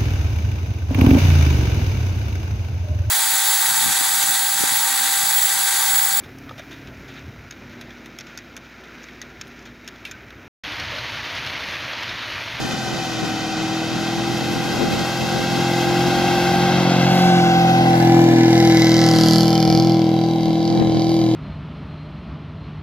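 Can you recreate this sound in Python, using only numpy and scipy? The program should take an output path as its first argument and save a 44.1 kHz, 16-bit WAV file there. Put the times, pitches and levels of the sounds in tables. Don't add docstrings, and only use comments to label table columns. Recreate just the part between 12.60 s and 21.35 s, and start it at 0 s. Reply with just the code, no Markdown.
import sys
import numpy as np
from scipy import signal
from scipy.io import wavfile
from scipy.ndimage import uniform_filter1d

SR = 44100
rng = np.random.default_rng(int(sys.argv[2]) if len(sys.argv) > 2 else 0)


def output_pcm(signal):
    pcm = np.clip(np.atleast_2d(signal).T, -1, 1) * 32767
    wavfile.write(sys.argv[1], SR, np.round(pcm).astype(np.int16))


N = 385875
T = np.arange(N) / SR

# (time [s], engine cycles per second [Hz])
ENGINE_SPEED = [(0.0, 42.91), (0.4, 42.58), (0.6, 39.97), (0.8, 39.99), (1.1, 40.19), (1.6, 41.88),
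                (2.1, 43.02), (2.7, 43.39), (3.3, 43.39), (3.5, 44.11), (3.8, 43.85), (4.2, 44.86),
                (4.4, 44.21), (4.6, 44.89), (4.9, 42.89), (5.1, 42.95), (5.4, 41.99), (5.8, 41.54),
                (6.6, 40.72), (6.8, 40.85), (7.7, 41.05), (8.75, 40.73)]
# (time [s], unused [dB], uneven beat [dB], firing tone [dB], its octave [dB])
TONE_LEVELS = [(0, -46, -33.5, -39, -43), (.4, -42.5, -36.5, -44, -33.5), (1.2, -37.5, -32, -35, -28.5),
               (2, -37, -29.5, -36, -30.5), (2.4, -39, -31, -36, -34), (2.8, -35.5, -28.5, -32, -33),
               (3.2, -39, -25, -29.5, -23), (4, -30, -24.5, -25, -25), (4.3, -28.5, -21, -20.5, -28.5),
               (4.75, -22, -24, -18.5, -22), (5.2, -24, -20.5, -20.5, -23), (5.6, -22, -16, -18, -14.5),
               (6, -22.5, -16.5, -26, -13), (6.5, -22, -17, -20, -15), (6.75, -23.5, -17.5, -19.5, -18),
               (7.1, -24, -18.5, -20.5, -18), (7.75, -37, -21.5, -24, -19.5),
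               (8.75, -29, -21, -28.5, -17.5)]
# (multiple [cycles], from the front [dB], from the side [dB], from behind [dB])
TONE_SERIES = [(1.02, -55, -54, -57), (2, -27, -34, -28), (2.984, -4, -3.5, -7), (4, 1, 0, 0.5),
               (5, -5.5, -9.5, -7), (6, -8.5, -5, -13.5), (7, -8.5, -10, -15.5), (8, 0, 1, 0),
               (9, -38, -20, -21.5), (10, -44, -43, -41), (11, -16, -18.5, -18.5), (11.94, -10.5, -21, -14),
               (13, -19, -20, -16.5), (14, -24, -21.5, -20), (15, -19, -27, -22.5), (16, -28, -28, -22.5),
               (17, -34, -21, -16.5), (18, 0, 0, 0), (19, 0, 0, 0), (19.68, -15, -31, -28),
               (20.65, -39, -30, -35), (21.6, -49, -31, -38), (23, -47, -32, -34.5), (24.1, -24, -26, -27),
               (25, -44, -31, -28), (25.85, -46, -36, -34), (27.2, -43, -41.5, -34)]
VIEW_TIMES = [5.04, 5.83, 5.98]
# (time [s], level [dB])
MUFFLER_LEVEL = [(5.2, -33), (5.5, -13.5), (5.8, -30.5), (6.05, -20.5), (6.3, -33), (6.55, -22),
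                 (6.75, -32.5), (7, -21), (7.25, -28), (8.75, -32.5)]
# (time [s], roar [dB], treble loss [dB per octave], panel boom [dB], fine hiss [dB])
BAY_LEVELS = [(0, -31.5, -1.5, -43, -48), (1, -30.5, -1, -37.5, -52.5), (2, -29.5, -0.5, -39.5, -46),
              (2.5, -29, -1, -40, -46), (3, -27.5, -0.5, -34, -45), (3.5, -26, 0, -30.5, -45.5),
              (4, -24.5, 1, -29, -44.5), (4.3, -23.5, 1.5, -29, -48), (4.6, -24, 1, -25, -44.5),
              (4.95, -25, 1.5, -29, -45.5), (5.2, -25, 2, -26, -46), (5.5, -29.5, 2.5, -23, -43.5),
              (5.8, -35, -1, -25.5, -48), (6.1, -34, -2.5, -29.5, -45), (6.5, -39, -6.5, -35.5, -57),
              (7, -42.5, -5, -31.5, -58), (7.5, -41, 0.5, -34.5, -59), (8.75, -52.5, -7.5, -37.5, -67)]
# (frequency [Hz], relative level [dB])
ROAR_COLOUR = [(35, -65), (60, -15.5), (156, -15), (343, -14), (420, -28), (520, -16.5), (800, -19),
               (950, -18), (1520, -18.5), (2000, -23.5), (3270, -21), (5000, -24.5), (7000, -32),
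               (8300, -45.5), (15500, -64.5)]
# (time [s], pitch [Hz], level [dB], octave level [dB])
WHINE_PATH = [(0.0, 780, -37, -41.5), (0.57, 764, -36.5, -45.5), (2.03, 793.7, -34.5, -46),
              (4.09, 787.8, -24, -38), (4.19, 785, -33, -50), (4.71, 766.4, -19, -36.5),
              (5.32, 769.3, -19, -44), (5.4, 767, -26, -32)]
# (time [s], level [dB])
BREEZE_LEVEL = [(0, -36.5), (1.6, -34.5), (2.2, -37.5), (3.3, -33), (4, -36), (6, -34.5), (7.5, -35),
                (8.3, -32.5), (8.75, -31)]
# (middle [s], peak level [dB], length [s])
SINGLE_GUSTS = [(.02, -30.5, .1), (0.356, -31, 0.088), (1.75, -31, .1), (1.921, -29.5, 0.12),
                (2.258, -26, .3), (2.624, -27, 0.074), (2.8, -29, 0.15), (2.98, -31, .1), (6.65, -31, 0.61),
                (7.18, -29.5, 0.16), (7.52, -32, 0.065), (7.872, -32, .12), (8.25, -25.5, 0.34),
                (8.662, -29.5, .1)]
# (frequency [Hz], relative level [dB])
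WIND_COLOUR = [(15, -70.5), (25, -15.5), (210, 3.5), (271, -1), (338, -0.5), (619, -11), (771, -14.5),
               (1260, -24.5), (2000, -28.5), (2600, -31), (4400, -120)]
# (place in the cycle [0-1], relative blow [dB], relative crack [dB])
CYLINDER_FIRINGS = [(0, 5, 6), (0.283, 1.5, -5.5), (.53, 4, -3), (.78, -10, -47)]
# (time [s], rasp [dB], sizzle [dB])
PIPE_LEVELS = [(5.25, -29, -50), (5.75, -38.5, -54), (6.1, -35.5, -48), (6.45, -29, -38), (6.75, -24, -38),
               (6.95, -31.5, -46.5), (7.2, -29, -47.5), (7.4, -37.5, -59), (7.55, -44, -60),
               (7.65, -39, -65), (7.75, -47, -60), (7.85, -40, -58), (7.95, -44.5, -62), (8.08, -36.5, -57),
               (8.25, -46, -60), (8.38, -38, -55), (8.53, -37.5, -47.5), (8.75, -44.5, -56)]
# (frequency [Hz], width [Hz], share of crack [0-1], angle 1 [dB], 2 [dB], 3 [dB], 4 [dB], 5 [dB])
PIPE_MODES = [(1340, 69, 0.55, -10, -8, -9, -9.5, -16), (1514, 160, 0.28, -2, -5, -15, -18, -27),
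              (1730, 43, 0.45, 1.5, -6, -16, -37, -17), (1972, 87, 0.4, 6, 4.5, -12, -11, -22),
              (2115, 87, 0.41, 1, -1, -20.5, -16, -15), (2330, 320, 0.44, 3, -7, -17, -11.5, -9),
              (3100, 53, 0.28, -2, -3, -5.5, -12, -0.5), (3450, 280, 1, -14, -12, -11, -9.5, -9),
              (3903, 260, 0.48, 2, 2.5, -16, -20, 1.5), (4115, 63, 0.19, -11, -6, -11, -17, -9),
              (4546, 470, 0.47, -1, -3, -1, -3, 0), (5020, 620, 1, 0.5, 3, -4, -2.5, -8),
              (6000, 220, 0.5, -3, -4.5, -15.5, -19, -11.5), (7200, 410, 0.64, -6, -10.5, -15.5, -32, -26)]
ANGLE_TIMES = [5.8, 6.25, 6.75, 7.15, 7.6]
# (frequency [Hz], width [Hz], relative level [dB])
SIZZLE_MODES = [(9860, 960, 3.5), (11340, 2500, 8), (13500, 1600, -21.5)]
# (time [s], left lag of the bay [samples], left lag of the tailpipe [samples],
# width of the car [0-1], body echo delay [ms])
CAR_BEARING = [(0, 1, -2, 0.27, 1.8), (3, .5, 5, 0.25, 1.695), (4.2, -1.5, -4, 0.44, 1.69),
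               (4.8, -5.5, -3, 0.17, 1.62), (5.1, -7.5, -0.5, 0.63, 1.72), (5.6, -11.5, 5.5, 0.5, 1.566),
               (6.6, -5.5, 0.6, 0, 1.62), (7.05, -2, -0.6, 0.5, 1.53), (7.5, -4, 0, 0.3, 1.63),
               (8.75, -3, -2.5, .4, 1.59)]
# (frequency [Hz], phase [rad], left over right [dB])
PORT_DIFFERENCE = [(200, -0.023, -2), (1010, -0.065, -0.5), (2000, -0.082, 3.5), (3430, 0.54, -3),
                   (5670, -0.42, -2.5), (6800, -1.2, 0), (10300, 0.34, 1.5), (15000, 0.55, -1)]
# (frequency [Hz], loss rate [per unit width])
LIKENESS_LOSS = [(300, 0.052), (1000, 0.19), (3000, 0.92), (8000, 0.54), (11000, 1.2)]
# (frequency [Hz], left share [0-1], right share [0-1])
BODY_ECHO = [(613, 0.075, 0), (1260, 0.29, 0.015), (1750, 0.61, 1), (2350, 0.77, 1), (3000, 0.6, 0.47),
             (4200, 0, 0.17), (6000, 0.074, 0.69)]

FIRST_TURN = -.14
SURGE_HZ, SURGES_PER_S, SURGE_PEAK_S, SURGE_FROM_S = .3, 2.36, 7.7, 5.5
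FADE_DB, FADES_PER_S = 1.8, 4
MUFFLER_HZ, MUFFLER_WIDTH_HZ = 782.3, 9
NOSE_PAST_S = 5.45
TURN_S, TURN_TAKES_S = 5.194, 0.74
PAN_DB = 2
EDGE_HZ = 15650


def amp(db):
    return 10 ** (np.asarray(db) / 20)


def evened(x):
    return x / np.sqrt(np.mean(x ** 2) + 1e-20)


def curves(rows, t):
    s, *columns = np.transpose(rows)
    return [np.interp(t, s, c) for c in columns]


def over(rows, hz):
    f, *columns = np.transpose(rows)
    return [np.interp(np.log(hz + 1), np.log(f + 1), c)[:, None] for c in columns]


def resonate(x, hz, width):
    turn = np.exp(2j * np.pi * np.cumsum(hz * np.ones(N)) / SR)
    r = np.exp(-np.pi * width / SR)
    smoothed = signal.lfilter([1 - r], [1, -r], x / turn, axis=-1)
    return 2 * (turn * smoothed).real


def drift(per_s):
    steps = np.arange(0, N / SR + 1, 1 / per_s)
    wander = np.interp(T, steps, rng.standard_normal(len(steps)))
    return evened(uniform_filter1d(wander, int(SR / per_s)))


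def shape(x, gain):
    hz, t, z = signal.stft(x, SR, nperseg=1024, noverlap=768)
    return signal.istft(z * gain(hz, t), SR, nperseg=1024, noverlap=768)[1][..., :N]


def speed():
    grow = np.clip((T - SURGE_FROM_S) * SURGES_PER_S, 0, 1)
    surge = np.cos(2 * np.pi * SURGES_PER_S * (T - SURGE_PEAK_S)) * grow
    return curves(ENGINE_SPEED, T)[0] + SURGE_HZ * surge


def firings(turns, decay_s, jitter_db, sharp=False):
    clicks = np.zeros(N)
    for place, *db in CYLINDER_FIRINGS:
        at = np.flatnonzero(np.diff(np.floor(turns - place)))
        jitter = jitter_db * rng.standard_normal(len(at))
        clicks[at] = amp(db[sharp] + jitter)
    return signal.lfilter([1], [1, -np.exp(-1 / (decay_s * SR))], clicks)


def bay(turns):
    def colour(hz, t):
        roar_db, loss_db = curves(BAY_LEVELS, t)[:2]
        octaves = np.log2(np.maximum(hz, 1500) / 1500)[:, None]
        return amp(over(ROAR_COLOUR, hz)[0] + roar_db - loss_db * octaves)
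    throb = 1 + 0.19 * evened(firings(turns, 0.0096, 4.9))
    air = throb * rng.standard_normal((2, N))
    upper_hz = np.fft.rfftfreq(1024, 1 / SR)[23:]
    upper_power = np.mean(amp(over(ROAR_COLOUR, upper_hz)[0]) ** 2)
    roar = shape(air, colour) / np.sqrt(upper_power * np.mean(throb ** 2))
    boom_db, hiss_db = curves(BAY_LEVELS, T)[2:]
    boom = evened(resonate(resonate(air, 740, 120), 747, 294))
    hiss = evened(resonate(resonate(air, 12300, 5000), 11000, 7800))
    return roar + amp(boom_db) * boom + amp(hiss_db + 0.88 * drift(29)) * hiss + whine()


def whine():
    hz, db, octave_db = curves(WHINE_PATH, T)
    angle = 2 * np.pi * np.cumsum(hz + 3.21 * drift(25)) / SR
    fade_out = np.clip((NOSE_PAST_S - T) / 0.09, 0, 1)
    heard = np.sqrt(2) * fade_out * amp(0.32 * drift(20))
    return heard * (amp(db) * np.sin(angle) + amp(octave_db) * np.sin(2 * angle))


def tones(turns):
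    _, beat_db, firing_db, octave_db = curves(TONE_LEVELS, T)
    muffler_db = curves(MUFFLER_LEVEL, T)[0]
    out = np.zeros(N)
    for k, *view_db in TONE_SERIES:
        uneven_db = beat_db + FADE_DB * drift(FADES_PER_S)
        tone_db = {4: firing_db, 8: octave_db}.get(k, uneven_db)
        gain = amp(tone_db + np.interp(T, VIEW_TIMES, view_db))
        if k in (18, 19):
            off_pitch = (k * speed() - MUFFLER_HZ) / MUFFLER_WIDTH_HZ
            gain = amp(muffler_db) * (T > MUFFLER_LEVEL[0][0]) / np.hypot(1, off_pitch)
        waver = .018 * k * drift(12)
        lag = .45 + .03 * max(k - 9, 0) ** 2
        wave = np.sin(2 * np.pi * k * turns + waver - lag)
        out -= np.sqrt(2) * gain * amp(drift(9)) * wave
    return out


def wind():
    lumps = amp(np.array([3.7 * drift(40), 1.9 * drift(40)]))
    buffet = shape(rng.standard_normal((2, N)), lambda hz, t: amp(over(WIND_COLOUR, hz)[0]))
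    gusts = sum(amp(db) ** 2 * np.exp(-(2 * (T - s) / length) ** 2) for s, db, length in SINGLE_GUSTS)
    breeze = amp(curves(BREEZE_LEVEL, T)[0]) ** 2
    return np.sqrt(2 * (breeze + gusts)) * evened(lumps * buffet)


def facing():
    return np.clip((T - TURN_S) / TURN_TAKES_S, 0, 1)


def tailpipe(turns):
    noise = rng.standard_normal((2, 2, N))
    step = evened(firings(turns, .00004, 1.2, sharp=True))
    tail = evened(firings(turns, .0009, 1.2, sharp=True)) * noise[0]
    crack = evened(.45 * tail - step)
    blow = evened((evened(firings(turns, 0.0047, 2.9)) + 0.64) * noise[1])
    rasp_db, sizzle_db = curves(PIPE_LEVELS, T)
    mean_db = uniform_filter1d(rasp_db, SR // 2)
    rasp = 0
    for hz, width, share, *angle_db in PIPE_MODES:
        drive = share * crack + (1 - share) * blow
        ring = evened(resonate(resonate(drive, hz, width), hz, 2.1 * width))
        level_db = rasp_db if hz > 4000 else mean_db
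        rasp = rasp + amp(level_db + np.interp(T, ANGLE_TIMES, angle_db)) * ring
    sizzle = 0
    for hz, width, db in SIZZLE_MODES:
        drive = 0.72 * crack + 0.45 * blow
        sizzle = sizzle + amp(db) * resonate(resonate(drive, hz, width), hz, width)
    return facing() * (rasp + amp(sizzle_db) * evened(sizzle))


def ports(pair, rear):
    hz, t, (a, b) = signal.stft(pair, SR, nperseg=1024, noverlap=768)
    *lags, width, echo_ms = curves(CAR_BEARING, t)
    phase, tilt_db = over(PORT_DIFFERENCE, hz)
    likeness = np.exp(-abs(width * over(LIKENESS_LOSS, hz)[0]))
    turn = phase + 2 * np.pi * hz[:, None] * lags[rear] / SR
    half = amp((PAN_DB + tilt_db) / 2) * np.exp(-.5j * turn)
    right = likeness * a + np.sqrt(1 - likeness ** 2) * b
    heard = np.array([a * half, right / half])
    echo = np.exp(-2j * np.pi * hz[:, None] * echo_ms / 1000)
    heard *= 1 - np.array(over(BODY_ECHO, hz)) * echo
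    return signal.istft(heard, SR, nperseg=1024, noverlap=768)[1][:, :N]


def scene():
    turns = np.cumsum(speed()) / SR + FIRST_TURN
    exhaust = tailpipe(turns)
    exhaust[0] += tones(turns)
    return ports(bay(turns), rear=False) + ports(exhaust, rear=True) + wind()


def record(dry):
    soft = dry / (1 + abs(dry / .95) ** 6) ** (1 / 6)
    low_pass = signal.firwin(511, EDGE_HZ, window=("kaiser", 9), fs=SR)
    return signal.oaconvolve(soft, low_pass[None], "same")


dry = scene()
out = record(dry)
output_pcm(out)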